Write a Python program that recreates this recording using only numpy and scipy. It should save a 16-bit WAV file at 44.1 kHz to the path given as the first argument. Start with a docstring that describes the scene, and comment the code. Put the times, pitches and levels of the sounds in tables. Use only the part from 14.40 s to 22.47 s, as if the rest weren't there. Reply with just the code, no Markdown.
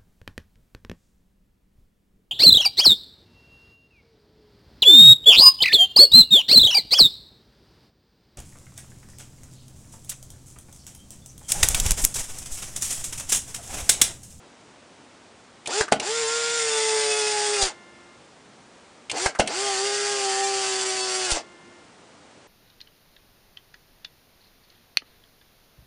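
"""Faint room air and hiss come first; then a shutter clicks and a small motor whirs up in a folding instant camera.
The camera runs through its cycle twice on a table: the motor releases the mirror, which slaps upward and bounces,
then drives gears and rollers until a cam stops it, and the electronics buzz faintly for a moment.
The motor and gears follow one shaft angle: sine tones plus filtered tooth knocks and rubbing noise.
Strikes are shaped noise bursts, slaps are decaying modes, jolts are slow pulses and the buzz is steady sines."""
import sys
import numpy as np
from scipy import signal
from scipy.fft import rfft, irfft, next_fast_len
from scipy.io import wavfile

SR = 44100
rng = np.random.default_rng(int(sys.argv[2]) if len(sys.argv) > 2 else 0)


def put_to_file(sound):
    """Save the sound as 16-bit audio at rate SR, in the file named by the first command-line argument."""
    columns = np.atleast_2d(sound).T  # one column per channel
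    safe = np.clip(columns, -1, 1)
    whole_steps = np.round(safe * 32767)
    wavfile.write(sys.argv[1], SR, whole_steps.astype(np.int16))


N = 356019

# two motor runs a cycle, to release the mirror and to drive the rollers:
# (on [s], off [s], gears [dB], tones [dB])
MOTOR_RUNS = [(1.27, 1.409, 2.5, 0.5), (1.593, 3.271, 0, -0.5), (4.719, 4.865, 1, 0.5),
              (5.068, 6.964, 0, 0)]
# speed that the load allows in each cycle, three poles passing per shaft turn: (time [s], pole rate [Hz])
FIRST_LOAD_SPEED = [(1.4, 460), (1.75, 474), (1.86, 451), (1.94, 466), (2.16, 468), (2.31, 444),
                    (3.02, 418), (3.15, 415), (3.26, 380)]
SECOND_LOAD_SPEED = [(4.85, 408), (5.24, 412), (5.36, 382), (5.49, 406), (5.72, 408), (5.92, 384),
                     (5.99, 393), (6.09, 393), (6.3, 383), (6.85, 373), (6.96, 330)]
# depth of the slow waver of each of the four pole tones: (rms swell [dB])
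POLE_WAVER = [1.1, 2.2, 1.3, 2.4]
# the octave of the pole tone swells for a moment: (time [s], half length [s], level [dB])
OCTAVE_SWELLS = [(2.97, .04, 4), (3.22, .04, 4), (6.03, .1, 5.5)]
# modes of the motor's frame, which the pole tones glide through: (frequency [Hz], width [Hz], level [dB])
FRAME_MODES = [(385, 44, -36.5), (437, 40, -26.6), (748, 24, -43), (786, 24, -33), (838, 14, -34),
               (876, 22, -35.5), (1190, 110, -43), (1402, 40, -33), (1625, 24, -41)]
# weaker tones of the shaft: (multiple of the shaft rate, relative level [dB])
SHAFT_TONES = [(4, -6.5), (5, -7.5), (7, -8), (8, -5.5), (10, -5), (11, -7.5), (13, -5.5), (14, -3),
               (15, -7.5), (16, -9), (17, -27.5)]
# colour of the gear rattle: (frequency [Hz], relative level [dB])
GEAR_COLOUR = [(60, -14), (140, -9.5), (220, -10), (320, -6.5), (500, -4.5), (750, 2.5), (1020, -4.5),
               (1400, 0.5), (2200, 1.5), (3000, 2), (4000, 1), (4900, 4.5), (8000, -0.5), (10000, -3.5)]
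# moments when the loose gears settle into a regular buzz: (time [s], half length [s], how fully [0-1])
SETTLED_MOMENTS = [(1.865, .022, .7), (3.21, .035, .7), (6.052, .021, 1), (6.628, .021, 1),
                   (6.79, .015, .6)]
# housing resonances as heard from three positions:
# (frequency [Hz], width [Hz], far [dB], near [dB], near and higher [dB]), levels relative
HOUSING_MODES = [(2060, 130, -11, -0.5, 3), (2550, 104, 1, 2.5, -2), (2880, 200, -11, -30, -7.5),
                 (3510, 120, 0, 0.5, -9), (4460, 260, -11, -30, -3), (4770, 150, -6.5, -4.5, -4.5),
                 (5280, 180, -9, -4.5, -12), (7010, 140, 1, 3, -12), (7310, 380, 3, -30, -15),
                 (7530, 170, -21, -18, 0), (8680, 640, -10, 2, -14)]
# where the microphone is: (time [s], position [0 far, 1 near, 2 near and higher])
MIC_PATH = [(2.1, 0.031), (2.4, 1.12), (3.4, 1.4), (4.6, 2)]
# loudness of the works at positions 0, 1 and 2: (gear rattle [dB], gear treble [dB], shaft tones [dB])
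MIC_LEVELS = [(-31, -31, -36), (-29.5, -28, -34), (-31, -31, -36)]
# the mirror slaps up and bounces: (time [s], level [dB])
MIRROR_SLAPS = [(1.5213, -2), (1.5431, -19), (4.9951, -3.5), (5.0192, -14.5)]
# what the mirror and its frame ring with: (frequency [Hz], level [dB], t60 [s])
MIRROR_MODES = [(154, -37.5, 0.12), (229, -21, 0.08), (260, -9.5, 0.039), (442, -12, 0.068),
                (576, 2.5, 0.017), (654, 1, 0.025), (728, 0.5, 0.025), (915, -30, .045),
                (1345, -15.5, 0.046), (1470, -10, 0.036), (1880, -23, 0.051), (2884, -12.5, 0.031)]
# the small parts strike in turn through both cycles: (time [s], part, level [dB])
PART_STRIKES = [(1.258, "solenoid", -2), (1.273, "shutter", 0), (1.4082, "latch", -1.5),
                (1.4802, "spring", -2), (1.516, "linkage", -14), (1.5219, "mirror stop", -1),
                (1.528, "mirror hinge", 0), (1.598, "blades", 1), (3.212, "cam", -2.5),
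                (3.222, "catch", -1), (3.236, "shutter", 3), (4.697, "solenoid", 2),
                (4.714, "shutter", 0.5), (4.859, "latch", -1.5), (4.949, "spring", 0.5),
                (4.988, "linkage", -5.5), (4.997, "mirror stop", -3.5), (5.003, "mirror hinge", 2),
                (5.061, "solenoid", -12), (5.074, "blades", 1.5), (6.903, "cam", -4), (6.913, "catch", -2),
                (6.97, "brake", 0)]
# how each part sounds, levels relative:
# (part, knock [dB], ring [dB], ring frequency [Hz], snap [dB], t60 [s])
PART_SOUNDS = [("solenoid", -45, -30.5, 2750, -38.5, 0.052), ("shutter", -31, -36, 2400, -23.5, 0.021),
               ("latch", -20, -18.5, 1545, -21, .04), ("spring", -47, -33, 1380, -46, .065),
               ("linkage", -26, -25.5, 5400, -41, 0.11), ("mirror stop", -19.5, -21, 2100, -19.5, 0.038),
               ("mirror hinge", -28.5, -25, 2700, -32.5, 0.033), ("blades", -40, -29, 2700, -28, .035),
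               ("cam", -39, -41, 2650, -24.5, 0.12), ("catch", -32.5, -41, 2900, -22, 0.075),
               ("brake", -27, -43, 1400, -51, 0.027)]
# soft pushes of air and case as the works jolt: (time [s], level [dB], length [s], rebound [0-1])
JOLTS = [(1.407, -21.5, 0.0013, 0.74), (1.528, -44, .004, 0.7), (3.228, -20.5, 0.0068, 0.44),
         (4.86, -19.5, 0.0025, 0.34), (4.995, -18, 0.0032, 0.4), (6.921, -18, 0.0065, 0.46)]
# the faint buzz after each cycle: (start [s], end [s], level [dB])
BUZZ_SPANS = [(3.27, 3.79, .5), (6.96, 7.47, -1)]
# partials of the buzz: (frequency [Hz], level [dB])
BUZZ_PARTIALS = [(350, -60), (1050, -64), (1400, -63), (1755, -63), (2105, -60), (2805, -69), (3505, -75),
                 (5260, -76)]
# how fast the reflections die: (frequency [Hz], t60 [s])
ROOM_DECAY = [(200, 0.34), (530, 0.2), (1400, 0.2), (3700, 0.17), (9000, 0.11)]
# colour of room air and microphone hiss: (frequency [Hz], relative level [dB per Hz])
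AIR_COLOUR = [(12, -60), (20, -25), (95, -5.5), (169, -3), (237, 0.5), (378, -1.5), (558, -2.5), (803, -4),
              (963, -6), (1390, -7.5), (1660, -9.5), (2870, -12.5), (7710, -18.5), (10000, -23.5),
              (13000, -60), (22000, -120)]

SPIN_UP_S = .043  # time constant of the run-up
COAST_S, BRAKE_S, COAST_DB_PER_S = 0.055, .13, -300  # run-on length, slowing time constant, fade
GEAR_POWER, SHAFT_POWER, POLE_POWER = 1.78, 0.58, 1  # loudness grows as these powers of the speed share
SHAFT_SHARE, POLE_SHARE = .2, .14  # shares of the loose rattle's power that repeat with shaft and poles
PLAY_TURNS = .004  # rms play of fully loose gears
SETTLE_SHARE, SETTLE_HZ = .4, 9  # depth and pace of partial settling
AIR_DB = -51.5
EDGE_HZ = 10030


def motor(on, off, gears_db, tones_db, low_db=-10, shaft_db=-7.5, flutter=.004, waver_db=3.0):
    """One shaft angle drives pole tones, shaft tones and gears. 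Returns (rattle and whine, pole tones)."""
    t = np.arange(on, off + COAST_S, 1 / SR)
    pole_hz, share = speed(t, on, off)
    position = np.interp(t, *np.transpose(MIC_PATH))
    rattle, treble, shaft = (np.interp(position, range(len(MIC_LEVELS)), c) for c in np.transpose(MIC_LEVELS))
    turns = np.cumsum(pole_hz / 3 * (1 + flutter * drift(len(t), 40))) / SR

    def tone(order):
        return np.sqrt(2) * np.sin(2 * np.pi * (order * turns + rng.random()))

    octave_db = sum(db * np.exp(-((t - s) / half) ** 2) for s, half, db in OCTAVE_SWELLS)
    poles = np.zeros(len(t))
    for k, depth_db in enumerate(POLE_WAVER, 1):
        level_db = tones_db + depth_db * drift(len(t), 8) + (k == 2) * octave_db
        poles += amp(level_db) * frame(k * pole_hz) * tone(3 * k)
    whine = np.zeros(len(t))
    for order, db in SHAFT_TONES:
        level_db = shaft + shaft_db + db + waver_db * drift(len(t), 5.8)
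        whine += amp(level_db) * tone(round(order))

    gears = radiate(t, teeth(t, turns))
    spectrum = rfft(gears)
    register = np.digitize(bins(gears), [1900, 5500])
    low, middle, high = (unit(irfft(spectrum * (register == k), len(t))) for k in range(3))
    whir = amp(gears_db) * (amp(rattle) * middle + amp(treble) * high)
    body = whine + amp(rattle + low_db) * low + labour(pole_hz, shaft)

    fade = amp(COAST_DB_PER_S * np.maximum(t - off, 0))
    fade *= signal.windows.tukey(len(t), 0.0036 * SR / len(t))  # soft edges
    works = share ** SHAFT_POWER * body + share ** GEAR_POWER * whir
    return fade * works, fade * share ** POLE_POWER * poles


def speed(t, on, off):
    """The motor runs up to what the load allows, then coasts. Returns (pole rate in Hz, share of that speed)."""
    run_up = 1 - np.exp(-(t - on) / SPIN_UP_S)
    share = run_up * np.exp(-np.maximum(t - off, 0) / BRAKE_S)
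    return share * np.interp(t, *np.transpose(FIRST_LOAD_SPEED + SECOND_LOAD_SPEED)), share


def frame(hz):
    """Gain of the motor's frame for a tone at hz: the powers of its modes add."""
    return np.sqrt(sum(amp(db) ** 2 / (1 + ((hz - f) / (width / 2)) ** 2) for f, width, db in FRAME_MODES))


def labour(pole_hz, shaft_db, free_hz=385, span_hz=90, groan_db=2.5):
    """While slow and under heavy torque, the motor shakes the frame into a low rasp."""
    torque = np.clip((free_hz - pole_hz) / span_hz, 0, 1)
    rasp = unit(band(rng.standard_normal(len(torque)), 603, 920))
    return torque * amp(shaft_db + groan_db) * rasp


def teeth(t, turns, count=12, wear_db=0.5, chatter_db=2.0, backlash=.1, rub=1.0, flicker_db=0.92):
    """Pinion teeth knock one after another, unevenly worn and a little loose, while their flanks rub."""
    tooth = np.floor(count * turns + backlash * drift(len(t), 400)).astype(int)
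    at = np.flatnonzero(np.diff(tooth) > 0)
    wear = wear_db * unit(rng.standard_normal(count))
    knocks = np.zeros(len(t))
    knocks[at] = amp(wear[tooth[at] % count] + chatter_db * rng.standard_normal(len(at)))
    knocks[at] -= 0.56 * knocks[at].mean()  # the even share of the load is carried smoothly
    sliding = rng.standard_normal(len(t)) * (1 + .5 * np.cos(2 * np.pi * turns))  # hardest once a turn
    chaos = unit(band(unit(knocks) + rub * unit(sliding), 30, 11000))

    loose = looseness(t)
    angle = turns + PLAY_TURNS * loose * drift(len(t), 150)
    with_shaft, with_poles = repeating(angle, 18, 80), repeating(3 * angle, 6, 29)
    # as the gears settle, power moves from chaos and shaft to the poles
    drive = np.sqrt(loose * (1 - SHAFT_SHARE - POLE_SHARE)) * chaos
    drive += np.sqrt(loose * SHAFT_SHARE) * with_shaft
    drive += np.sqrt(1 - loose * (1 - POLE_SHARE)) * with_poles
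    return drive * amp(flicker_db * drift(len(t), 49))


def looseness(t):
    """How freely the gears rattle, 0-1: now and then they settle for a moment, partly or almost fully."""
    partly = SETTLE_SHARE * np.clip(drift(len(t), SETTLE_HZ) - .5, 0, 1)
    fully = sum(part * np.exp(-((t - s) / half) ** 4) for s, half, part in SETTLED_MOMENTS)
    return np.clip(1 - np.maximum(partly, fully), .08, 1)


def repeating(turns, first, last, morph_hz=9.8):
    """A rattle that repeats each cycle, on partials from first to below last, as its shape slowly changes."""
    k = np.arange(last)
    place = np.arange(2 ** 11) / 2 ** 11
    shapes = [irfft(np.exp(2j * np.pi * rng.random(last)) * (k >= first), len(place)) for _ in range(4)]
    weights = np.array([drift(len(turns), morph_hz) for _ in shapes])
    weights /= np.linalg.norm(weights, axis=0)
    return unit(sum(w * np.interp(turns % 1, place, shape) for w, shape in zip(weights, shapes)))


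def radiate(t, drive, ring_db=8.5):
    """The housing rings with the gears; which resonances stand out depends on where the microphone is."""
    drive = np.pad(drive, (0, next_fast_len(len(t) + 2 ** 11) - len(t)))
    hz, position = bins(drive), np.interp(t, *np.transpose(MIC_PATH))
    spectrum = rfft(drive) * amp(read(GEAR_COLOUR, hz))
    out = np.zeros(len(t))
    for k in range(3):
        ring = sum(amp(levels[k]) / (1 + ((hz - f) / (width / 2)) ** 2) for f, width, *levels in HOUSING_MODES)
        heard = irfft(spectrum * (1 + amp(ring_db) * ring / 2), len(drive))[:len(t)]
        out += np.clip(1 - abs(position - k), 0, 1) * heard  # crossfade between positions
    return out


def slap(db, rise=0.0023):
    """The mirror hits its stop and rings the hollow body in decaying sine modes."""
    t = np.arange(SR // 4) / SR
    modes = sum(amp(level) * decay(t, t60) * np.sin(2 * np.pi * hz * t) for hz, level, t60 in MIRROR_MODES)
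    return -amp(db) * modes * (1 - np.exp(-t / rise))


def click(knock_db, ring_db, ring_hz, snap_db, t60, size_db=7.0, rise=0.0013, spread=1.27):
    """Small metal parts strike: a knock of the case, the part's own ring and a bright snap, all from noise."""
    t = np.arange(SR // 4) / SR
    registers = [(knock_db, 400, 900), (ring_db, ring_hz / spread, ring_hz * spread), (snap_db, 3400, 9500)]
    strike = sum(amp(db) * unit(band(rng.standard_normal(len(t)), lo, hi)) for db, lo, hi in registers)
    return amp(size_db) * strike * (1 - np.exp(-t / rise)) * decay(t, t60)


def push(db, length, rebound):
    """One slow swing of pressure and its rebound."""
    u = np.arange(SR // 4) / SR / length
    return amp(db) * np.e * u * (1 - rebound * u) * np.exp(-u)


def buzz(start, end, db, sag_db=4.5):
    """A steady electrical buzz of fixed sines that sags a little and stops."""
    t = np.arange(0, end - start, 1 / SR)
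    tones = sum(amp(level) * np.sqrt(2) * np.sin(2 * np.pi * (hz * t + rng.random())) for hz, level in BUZZ_PARTIALS)
    sag = amp(db + sag_db * (.5 - t / t[-1]))
    return sag * tones * signal.windows.tukey(len(t), .15)


def room(x, wet_db=-10.0):
    """Dense reflections from table and walls, each band dying at its own speed."""
    taps = rng.standard_normal(SR // 2) * (np.arange(SR // 2) > .004 * SR)  # none in the first 4 ms
    hz, t, z = signal.stft(taps, SR, nperseg=256)
    tail = signal.istft(z * decay(t, read(ROOM_DECAY, hz)[:, None]), SR, nperseg=256)[1]
    return amp(wet_db) * signal.fftconvolve(x, tail / np.linalg.norm(tail))[:N]


def air():
    """Room air and microphone hiss: steady coloured noise."""
    return amp(AIR_DB) * unit(colour(rng.standard_normal(N), AIR_COLOUR))


def amp(db):
    """Decibels to gain."""
    return 10 ** (np.asarray(db) / 20)


def unit(x):
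    """Scales to rms 1."""
    return x / np.sqrt(np.mean(x ** 2) + 1e-20)


def decay(t, t60):
    """Exponential fade that has lost 60 dB at t60 seconds."""
    return np.exp(-np.log(1000) * t / t60)


def read(points, hz):
    """Reads a spectrum table on a log-frequency axis."""
    f, value = np.transpose(points)
    return np.interp(np.log(hz + 1), np.log(f + 1), value)


def bins(x):
    """The frequencies of the spectrum of x, in Hz."""
    return np.fft.rfftfreq(len(x), 1 / SR)


def colour(x, points):
    """Filters x by a table of (frequency [Hz], level [dB])."""
    return irfft(rfft(x) * amp(read(points, bins(x))), len(x))


def band(x, lo_hz, hi_hz):
    """Causal band-pass."""
    return signal.sosfilt(signal.butter(2, [lo_hz, hi_hz], "band", fs=SR, output="sos"), x)


def drift(size, hz):
    """Slow random wander, mostly below hz, made at rms 1 on a coarse grid and interpolated."""
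    step = 2 ** 4
    x = rng.standard_normal(2 ** 13)
    slow = unit(irfft(rfft(x) / (1 + (bins(x) / step / hz) ** 4)))
    return np.interp(np.arange(size) / step, np.arange(len(slow)), slow)


def add(mix, s, sound):
    """Mixes a sound in at time s."""
    part = mix[max(round(s * SR), 0):][:len(sound)]
    part += sound[:len(part)]


def scene():
    """Both cycles, the room and its air, alike in both channels; pole tones, pushes and buzz stay dry."""
    works, direct = np.zeros(N), np.zeros(N)
    for on, *row in MOTOR_RUNS:
        rattle, tones = motor(on, *row)
        add(works, on, rattle)
        add(direct, on, tones)
    for s, db in MIRROR_SLAPS:
        add(works, s, slap(db))
    sound_of = {part: row for part, *row in PART_SOUNDS}
    for s, part, db in PART_STRIKES:
        add(works, s, amp(db) * click(*sound_of[part]))
    for s, *row in JOLTS:
        add(direct, s, push(*row))
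    for start, end, db in BUZZ_SPANS:
        add(direct, start, buzz(start, end, db))
    mix = direct + works + room(works) + air()
    return np.array([mix, mix])


def record(dry):
    """The recorder's band limit: a linear-phase low-pass."""
    low_pass = signal.firwin(601, EDGE_HZ, window=("kaiser", 9), fs=SR)
    return signal.oaconvolve(dry, low_pass[None], "same")


dry = scene()
out = record(dry)
put_to_file(out)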